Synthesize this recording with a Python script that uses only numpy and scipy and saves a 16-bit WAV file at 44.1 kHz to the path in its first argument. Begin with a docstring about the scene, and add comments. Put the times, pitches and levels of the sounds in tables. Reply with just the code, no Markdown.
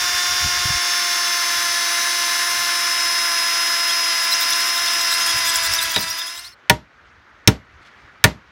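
"""We first hear a cordless drill boring a wooden pole outdoors, with puffs of wind on the microphone. Rotor and
gear tones lie over brush and gear noise; deep in the hole the bit squeaks and rasps. The drill fades out as the
scene changes to a sledge hammer driving a steel spike into the standing pole: each blow is noise for the crack
plus dying tones for pole and spike. Shaped noise makes the distant rush and cloth. Sound that overloads the
microphone makes it turn its gain down for a while."""
import sys
import numpy as np
from scipy import signal
from scipy.fft import rfft, irfft, next_fast_len
from scipy.io import wavfile
from scipy.ndimage import uniform_filter1d

SR = 44100
rng = np.random.default_rng(int(sys.argv[2]) if len(sys.argv) > 2 else 0)


def int16_out(signal):
    """Quantize to a 16-bit WAV file."""
    q = np.round(np.clip(np.atleast_2d(signal).T, -1, 1) * 32767)
    wavfile.write(sys.argv[1], SR, q.astype(np.int16))


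N = 375291
TIME = np.arange(N) / SR


def from_db(db):
    """Turn decibels into gain."""
    return 10 ** (np.asarray(db) / 20)


def rms_one(x):
    """Scale to an average strength (rms) of 1."""
    return x / np.sqrt(np.mean(x ** 2) + 1e-20)


def in_time(rows):
    """Join the rows of a table by straight lines in time, one curve per column."""
    s, *columns = np.transpose(rows)
    return [np.interp(TIME, s, column) for column in columns]


def at_hz(points, hz):
    """Read the columns of a spectrum table at any frequency, on a logarithmic frequency scale."""
    table_hz, *columns = np.transpose(points)
    return [np.interp(np.log(hz), np.log(table_hz), column) for column in columns]


def filtered(x, order, edges_hz, kind):
    """Pass a sound through a Butterworth filter, which keeps only part of its pitch range."""
    return signal.sosfilt(signal.butter(order, edges_hz, kind, fs=SR, output="sos"), x)


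def drift(rate_hz):
    """Slow random wandering with spread 1: smoothed noise, made at every 40th sample."""
    r = np.exp(-2 * np.pi * rate_hz * 40 / SR)
    white = rng.standard_normal(N // 40 + 2002)
    slow = signal.lfilter([1], [1, -2 * r, r * r], white)[2000:]  # skip the filter's start
    return np.interp(np.arange(N) / 40, np.arange(len(slow)), rms_one(slow))


def bands(length):
    """Cut noise into third-octave bands, given as (centre Hz, noise)."""
    edges = 90 * 2 ** np.arange(0, 7.7, 1 / 3)
    white = rng.standard_normal((2, length))  # neighbouring bands use different noise
    for k, (low, high) in enumerate(zip(edges, edges[1:])):
        yield np.sqrt(low * high), filtered(white[k % 2], 2, [low, high], "band")


def coloured(spectrum, patchy_db, more=0):
    """Shape noise, each band flickering on its own, plus any extra sound by a spectrum; rms 1."""
    flickering = sum(from_db(patchy_db * drift(18)) * noise for hz, noise in bands(N))
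    flat = rms_one(flickering) + more
    size = next_fast_len(N)
    gain = from_db(at_hz(spectrum, np.fft.rfftfreq(size, 1 / SR) + 1)[0])
    return rms_one(irfft(rfft(flat, size) * gain, size)[:N])


# tone colour of the distant rush: (frequency [Hz], relative level [dB per Hz])
AIR_SPECTRUM = [(59, -37), (100, -22.5), (166, -17.5), (228, -15), (479, -16.5), (830, -15), (1440, -7.5),
                (1850, -11), (2060, -12), (2770, -20), (6500, -34.5), (8000, -46.5), (15700, -57.5)]
# loudness of the distant rush: (time [s], level [dB])
RUSH_LEVEL = [(5.6, -73), (6.3, -61), (6.6, -50.5), (7.2, -51), (7.7, -49), (8.0, -48), (8.5, -49.5)]
# sleeve and boot shifting: (time of the middle [s], half length [s], level [dB])
CLOTH_RUSTLES = [(7.828, 0.011, -62), (7.864, 0.029, -57), (7.96, 0.12, -64)]


def surroundings():
    """Broad shaped noise is the distant rush; short swells of high noise are rustling clothes."""
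    rush = from_db(in_time(RUSH_LEVEL)[0]) * coloured(AIR_SPECTRUM, patchy_db=-1.5)
    swells = sum(from_db(db) * np.exp(-((TIME - s) / half) ** 2) for s, half, db in CLOTH_RUSTLES)
    cloth = rms_one(filtered(rng.standard_normal(N), 2, [1800, 4500], "band"))
    return rush + swells * cloth * from_db(2.6 * drift(60))


# gusty low rumble of the wind: (time [s], level [dB])
WIND_RUMBLE = [(0, -45), (.3, -57), (.5, -45), (.75, -42), (.85, -78), (1.5, -78), (1.65, -47), (1.8, -76),
               (2.5, -58), (3.1, -61.5), (3.6, -75.5), (4.46, -60), (4.7, -72), (5.0, -60), (5.3, -52),
               (6.1, -46), (6.3, -63), (8.5, -57.5)]
# strong puffs on the microphone: (time of the middle [s], half length [s], level of the rumble [dB])
WIND_PUFFS = [(0.038, .01, -47), (0.15, 0.0088, -44), (0.334, 0.019, -44), (0.454, 0.023, -28),
              (0.658, .009, -27.5), (0.708, 0.012, -30.5), (.76, .009, -34), (1.575, .014, -46),
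              (2.593, 0.021, -53), (5.358, .012, -39), (5.574, .013, -43), (5.712, 0.018, -43.5),
              (8.049, 0.0093, -51)]


def wind(lumpy_db=4.5):
    """Lumpy, gusty low noise, and puffs of evenly strong rumble; strong puffs reach higher in pitch."""
    low = filtered(rng.standard_normal(N), 3, [42, 120], "band")
    gusty = from_db(in_time(WIND_RUMBLE)[0]) * rms_one(low * from_db(lumpy_db * drift(6.76)))
    rumble = low / np.sqrt(uniform_filter1d(low ** 2, size=SR // 40))  # even out over 25 ms
    swells = sum(from_db(db) * np.exp(-((TIME - s) / half) ** 2) for s, half, db in WIND_PUFFS)
    puffs = rumble * swells
    # squaring the wave bends it, which adds overtones, most in strong puffs
    harsh = filtered(puffs * np.abs(puffs), 2, 90, "high")
    return gusty + puffs + 15 * harsh


# hammer on spike: (time [s], crack level [dB], crack brightness [dB per octave], then levels of
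# the tones: thud of pole and ground [dB], hollow body [dB], knock of the wood [dB],
# upper knock [dB], steel [dB]); the highest tone follows the crack
HAMMER_BLOWS = [(5.9612, -16.5, 0, -15, -11, -13.5, -9.5, -23), (6.697, -4.5, 0.5, -2.5, -3, 4.5, 0.5, -1),
                (7.4748, -3, 0, 4.5, 7.5, -7, -2.5, 6.5), (8.2405, -1, 0.5, 3, 3.5, -0.5, 5.5, -1.5)]
# tones of pole and spike: (frequency [Hz], relative level [dB], time to fall by 60 dB [s])
POLE_TONES = [(64, -14.5, 0.22), (114, 6, 0.055), (187.7, -3.5, 0.087), (280, -18, 0.15),
              (377, -13.5, 0.054), (436, -15.5, 0.1), (610, -15, 0.16), (781, -15.5, 0.12), (945, -10, .13),
              (1445, -11.5, 0.067), (1760, -5, 0.05), (1890, -13.5, 0.088), (2060, -25, 0.16),
              (2340, -5.5, 0.032), (2480, -26.5, 0.11), (3500, -1.5, 0.018), (3767, -6.5, 0.026),
              (5415, -2, 0.02), (6170, -4, 0.024), (11300, -39, .22)]
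# borders between the groups of tones, from thud to steel and the highest: frequency [Hz]
PART_EDGES_HZ = [250, 550, 1200, 3000, 8000]
# crack and its scatter from fence and trees: (frequency [Hz], relative crack level [dB],
# crack time to fall by 60 dB [s], relative scatter level [dB], scatter time to fall by 60 dB [s])
CRACK_BANDS = [(150, -12.5, 0.13, -19.5, 0.27), (507, -20, 0.032, -22, 0.22), (1200, -22, 0.1, -30.5, 0.28),
               (2440, 3.5, 0.022, -24, 0.2), (4000, -0.5, 0.027, -26.5, 0.22), (5900, 0, 0.011, -29, 0.21),
               (9050, -10.5, .025, -29, .12), (15000, -11.5, 0.03, -35, .12)]


def hammer(swell=0.73, after_db=-28, after_t60=0.11):
    """Each blow: a bright crack dying band by band, its scatter, and the tones of pole and spike."""
    out, length = np.zeros(N + SR), SR // 2
    t = np.arange(length) / SR
    for s, crack_db, bright_db, *parts_db in HAMMER_BLOWS:
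        blow = np.zeros(length)
        for hz, noise in bands(length):
            db, t60, scatter_db, scatter_t60 = at_hz(CRACK_BANDS, hz)
            band_gain = from_db(crack_db + bright_db * np.log2(hz / 3000))
            dying = from_db(db - 60 * t / t60) + from_db(scatter_db - 60 * t / scatter_t60)
            blow += rms_one(noise) * band_gain * dying
        for hz, db, t60 in POLE_TONES:
            # the whole pole follows the spike a little later
            late = np.maximum(t - .0015 * (hz < PART_EDGES_HZ[0]), 0)
            part_db = [*parts_db, crack_db][np.searchsorted(PART_EDGES_HZ, hz)]
            strength = from_db(db + part_db + rng.normal(0, 1.2))
            dying = from_db(-60 * late / t60)
            if hz > PART_EDGES_HZ[-2]:  # the steel rings on faintly once the hammer has left it
                dying = dying + from_db(after_db - 60 * late / after_t60)
            onset = 1 - np.exp(-late * hz * swell)
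            blow += strength * onset * dying * np.sin(2 * np.pi * hz * late)
        start = round(s * SR)
        out[start:start + length] += blow
    return out[:N]


FADE_FROM_S, FADE_TO_S = 5.59, 6.548


def fade():
    """Gain of the drill and all that it stirs: a straight line down to silence."""
    return np.clip((FADE_TO_S - TIME) / (FADE_TO_S - FADE_FROM_S), 0, 1)


TURNS_PER_BIND = 30  # rotor turns until the next lip of the bit binds
FIRST_BIND_S = 3.799  # middle of the first bind


def binds():
    """Count of binds so far, whole at the middle of each; the bit is geared to the rotor."""
    turns = np.cumsum(in_time(MOTOR_SPEED)[0]) / SR
    return (turns - np.interp(FIRST_BIND_S, TIME, turns)) / TURNS_PER_BIND


def small_squeaks(db=-35, follow=0.36, spread_db=3.5, second_db=-4, count=300):
    """Many fainter slips, bunched where a lip binds and louder with the grip; rows as in LOUD_SLIPS."""
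    u, g = rng.random((count, 5)), rng.standard_normal((count, 2))
    bind = np.floor(31 * np.sqrt(u[:, 0]))  # more often as the hole deepens
    s = np.interp(bind + .6 * u[:, 4] - .3, binds(), TIME)
    length = 0.0058 + 0.0106 * u[:, 1]
    first_hz = 3300 + 2600 * u[:, 2] ** 3
    last_hz = first_hz * (0.98 + 0.09 * u[:, 3])
    grip_db = np.interp(s, *np.transpose(BIND_GRIP))
    mean_db = db + follow * (grip_db - grip_db.mean())
    levels = mean_db[:, None] + spread_db * g + [0, second_db]
    return np.column_stack([s, length, first_hz, last_hz, levels])


BIND_SHARE = 0.56  # share of the time that a lip binds
OVERTONE_STEP_DB = -7.5  # each partial above the second, under the one before
# loud slips of the bit on the wall of the hole, before flutter and fade: (time [s], length [s],
# first frequency [Hz], last frequency [Hz], level [dB], second partial level [dB])
LOUD_SLIPS = [(3.892, 0.025, 3217, 3720, -27, -36), (4.318, 0.021, 4020, 3950, -21, -31),
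              (4.335, 0.021, 5130, 6700, -20.5, -42), (4.407, 0.037, 3600, 4130, -27, -40),
              (4.495, 0.043, 5340, 6440, -23.5, -35), (4.522, 0.02, 3470, 4167, -26, -37),
              (4.555, 0.014, 4400, 4420, -38, -30), (4.595, .019, 3800, 4100, -34, -34),
              (4.77, 0.019, 3560, 4100, -28, -42), (4.876, 0.011, 3584, 3583, -20.5, -40),
              (4.985, 0.043, 3650, 4320, -31, -35), (5.103, 0.062, 3835, 4550, -33, -33),
              (5.2, 0.038, 3008, 3353, -35, -27), (5.26, .013, 4400, 4410, -37, -27),
              (5.449, 0.036, 3520, 3520, -27, -32), (5.47, 0.037, 4014, 4120, -36, -27),
              (5.535, .049, 5160, 5890, -25, -42), (5.634, 0.039, 3432, 4450, -31, -29),
              (5.716, 0.056, 5106, 6520, -21, -43), (5.783, .031, 3760, 3350, -21.5, -36),
              (5.81, 0.033, 3900, 4300, -24, -29), (5.948, 0.04, 3826, 3598, -16.5, -40),
              (6.002, 0.034, 4010, 4414, -29, -37), (6.1, 0.022, 5450, 5500, -17.5, -38),
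              (6.181, 0.054, 3600, 3600, -23.5, -45), (6.275, .04, 3410, 4500, -26, -35),
              (6.362, .052, 3830, 4590, -26, -26.5), (6.435, .06, 3760, 5280, -17.5, -29),
              (6.52, 0.042, 4230, 4200, -14, -29)]
# grip of the hole on the bit, as the rasp of each bind before the fade: (time [s], level [dB])
BIND_GRIP = [(3.7, -50), (3.85, -37), (4.15, -54), (4.23, -28), (4.6, -31), (5.0, -36.5), (5.25, -32),
             (5.6, -23.5), (5.9, -27.5), (6.5, -29)]


def squeaks(unsteady=0.022, flutter_db=3.5, patchy_db=5.5, uneven_db=-0.5):
    """Each slip is a gliding, unsteady tone with overtones; each bind a puff of bright, patchy rasp."""
    out = np.zeros(N)
    shake, flutter = 1 + unsteady * drift(90), from_db(flutter_db * drift(180))
    white, rasp = rng.standard_normal(N), np.zeros(N)
    for k, low in enumerate(range(7000, 16000, 1500)):
        patches = from_db(patchy_db * drift(60) + 0.48 * k)
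        rasp += patches * filtered(white, 2, [low, low + 1500], "band")
    rasp = rms_one(rasp)
    for s, length, first_hz, last_hz, db, second_db in [*LOUD_SLIPS, *small_squeaks()]:
        at = slice(round(s * SR), round((s + max(length, .005)) * SR))
        along = np.linspace(0, 1, at.stop - at.start)
        glide_hz = first_hz + (last_hz - first_hz) * along ** 1.8
        phase = 2 * np.pi * np.cumsum(glide_hz * shake[at]) / SR
        partials_db = [db, *(second_db + OVERTONE_STEP_DB * np.arange(3))]
        tone = np.zeros(len(along))
        for k, partial_db in enumerate(partials_db, start=1):
            if k * last_hz < SR / 2.2:  # leave out partials too high for the sample rate
                tone += from_db(partial_db) * np.sqrt(2) * np.sin(k * phase)
        out[at] += np.sin(np.pi * along) ** .5 * flutter[at] * tone
    off_middle = (binds() + .5) % 1 - .5  # distance from the nearest bind's middle
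    puffs = np.cos(np.pi * np.clip(off_middle / BIND_SHARE, -.5, .5))
    grip = from_db(in_time(BIND_GRIP)[0] + uneven_db * drift(8))
    return fade() * (out + puffs * grip * rasp)


def repeating(turns, memory=0.61, size=256):
    """Rattle that partly repeats from one turn to the next, so it heaps up around the rotor orders."""
    fresh = rng.standard_normal((int(turns[-1]) + 2, size))  # one row per turn
    kept = signal.lfilter([1], [1, -np.clip(memory, 0, .95)], fresh, axis=0).ravel()
    return rms_one(np.interp(turns * size, np.arange(kept.size), kept))


MESH_TEETH, PLANET_RATIO = 15, 45 / 16  # gear tones, as multiples of the rotor turns
WHIRR_DB = -23  # whirr level before throb, rise and fade
LOUDER_DB_PER_S = 0.1234  # the drill labours harder as the hole deepens
# drill, before rise and fade: (time [s], rotor turns [Hz], gear mesh tone level [dB])
MOTOR_SPEED = [(0, 355.2, -29.5), (.55, 355.3, -29.5), (.9, 352.7, -26.5), (1.26, 349.7, -26),
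               (1.44, 347.3, -27.5), (1.9, 345.1, -29.5), (2.6, 348.1, -27), (3.06, 344.7, -24),
               (3.42, 341, -24), (3.96, 342, -23), (4.14, 339.2, -23.5), (4.5, 341.3, -25),
               (4.86, 344.2, -25), (5.04, 341.4, -25), (5.22, 341.2, -24.5), (5.55, 336, -26),
               (5.9, 331, -31.5), (6.05, 329, -28), (6.25, 337.2, -21.5), (6.45, 349.3, -30),
               (6.6, 359.4, -13)]
# tones as multiples of the rotor turns, one for each row of ROTOR_TONES: order [per turn]
ROTOR_ORDERS = [*range(1, 12), 13, 14, *range(16, 21), 27, 28, 29, 30, 34, 40, 42]
# moments of shallow, halfway and deep boring: time [s]
DEPTH_TIMES = (0.52, 2, 4.4)
# each rotor order, before waver, rise and fade: (shallow level [dB], halfway level [dB], deep level [dB])
ROTOR_TONES = [(-49, -49, -52), (-39, -39.5, -42), (-33.5, -33, -34.5), (-35.5, -39.5, -38),
               (-34.5, -32.5, -36.5), (-35, -33, -34), (-46.5, -53.5, -63.5), (-39.0, -42.5, -36.5),
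               (-48, -56, -47), (-30.5, -38, -44), (-43, -47, -40), (-35, -35.5, -67), (-32, -56, -72),
               (-32, -63.5, -39.5), (-60.5, -64, -46.5), (-35.5, -33, -54), (-39, -43, -55),
               (-40, -57.5, -60), (-45, -41, -51), (-47.5, -40.5, -47), (-52, -46, -58.5),
               (-40, -34.5, -37), (-50, -67, -66), (-45, -40, -46), (-51, -56, -59)]
# tones 3 to 8 of the planet gear, likewise: (shallow level [dB], halfway level [dB], deep level [dB])
PLANET_TONES = [(-54, -55, -45), (-42, -33, -43), (-40, -42.5, -42), (-45.5, -36.5, -50), (-54, -45, -49.5),
                (-50, -45, -64)]
# tone colour of brush, fan and gear noise: (frequency [Hz], relative level [dB per Hz])
WHIRR_SPECTRUM = [(140, -51), (210, -17), (400, -17.5), (700, -16.5), (950, -5), (1700, 2.5), (2300, -1.5),
                  (3000, -3.5), (4300, -4), (5900, 1), (6600, -8.5), (8000, -12), (10200, -13),
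                  (10800, -15), (15800, -19.5)]


def drill(waver_db=1.0, throb=0.34, wobble=.0004, rattle_db=-8.0, grain_db=0.5):
    """Tones locked to the wobbling rotor, and grainy noise that throbs once a turn."""
    turn_hz, mesh_db = in_time(MOTOR_SPEED)
    turns = np.cumsum(turn_hz * (1 + wobble * drift(16.1))) / SR
    angle = 2 * np.pi * turns
    out = from_db(mesh_db + 0.2 * drift(20)) * np.sqrt(2) * np.sin(MESH_TEETH * angle)
    orders = [*ROTOR_ORDERS, *(PLANET_RATIO * np.arange(3, 9))]
    for order, *depth_db in np.column_stack([orders, [*ROTOR_TONES, *PLANET_TONES]]):
        db = np.interp(TIME, DEPTH_TIMES, depth_db) + waver_db * drift(19.0)
        # gear play blurs the tones between the mesh tone and its octave
        play = .003 * order ** 2 * drift(45) if 15 < order < 30 else 0
        start_angle = rng.uniform(0, 2 * np.pi)
        out += from_db(db) * np.sqrt(2) * np.sin(order * angle + play + start_angle)
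    rattle = from_db(rattle_db) * repeating(turns)
    whirr = coloured(WHIRR_SPECTRUM, patchy_db=0.85, more=rattle)
    out += from_db(WHIRR_DB + grain_db * drift(150)) * whirr * (1 + throb * np.sin(angle))
    return out * from_db(LOUDER_DB_PER_S * TIME) * fade()


def scene():
    """Add up all sources, the same in both channels."""
    return np.tile(surroundings() + wind() + hammer() + squeaks() + drill(), (2, 1))


DUCK_DB, RECOVER_DB_PER_S = 5, 20.5  # gain cut at an overload, and how fast it creeps back
CUTOFF_HZ = 15900


def record(dry):
    """Overload ducks the gain, which then creeps back; peaks clip flat; the top is cut."""
    rise = RECOVER_DB_PER_S * TIME
    overload = np.abs(dry[0]) > 1
    cut_db = np.maximum(np.maximum.accumulate(DUCK_DB * overload + rise) - rise, 0)
    r = np.exp(-1 / (0.06 * SR))  # the gain follows smoothly, within about 0.06 s
    cut_db = signal.lfilter([1 - r], [1, -r], cut_db)
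    clipped = np.clip(dry * from_db(-cut_db), -1, 1)
    return signal.sosfilt(signal.ellip(12, .3, 60, CUTOFF_HZ, fs=SR, output="sos"), clipped)


dry = scene()
out = record(dry)
int16_out(out)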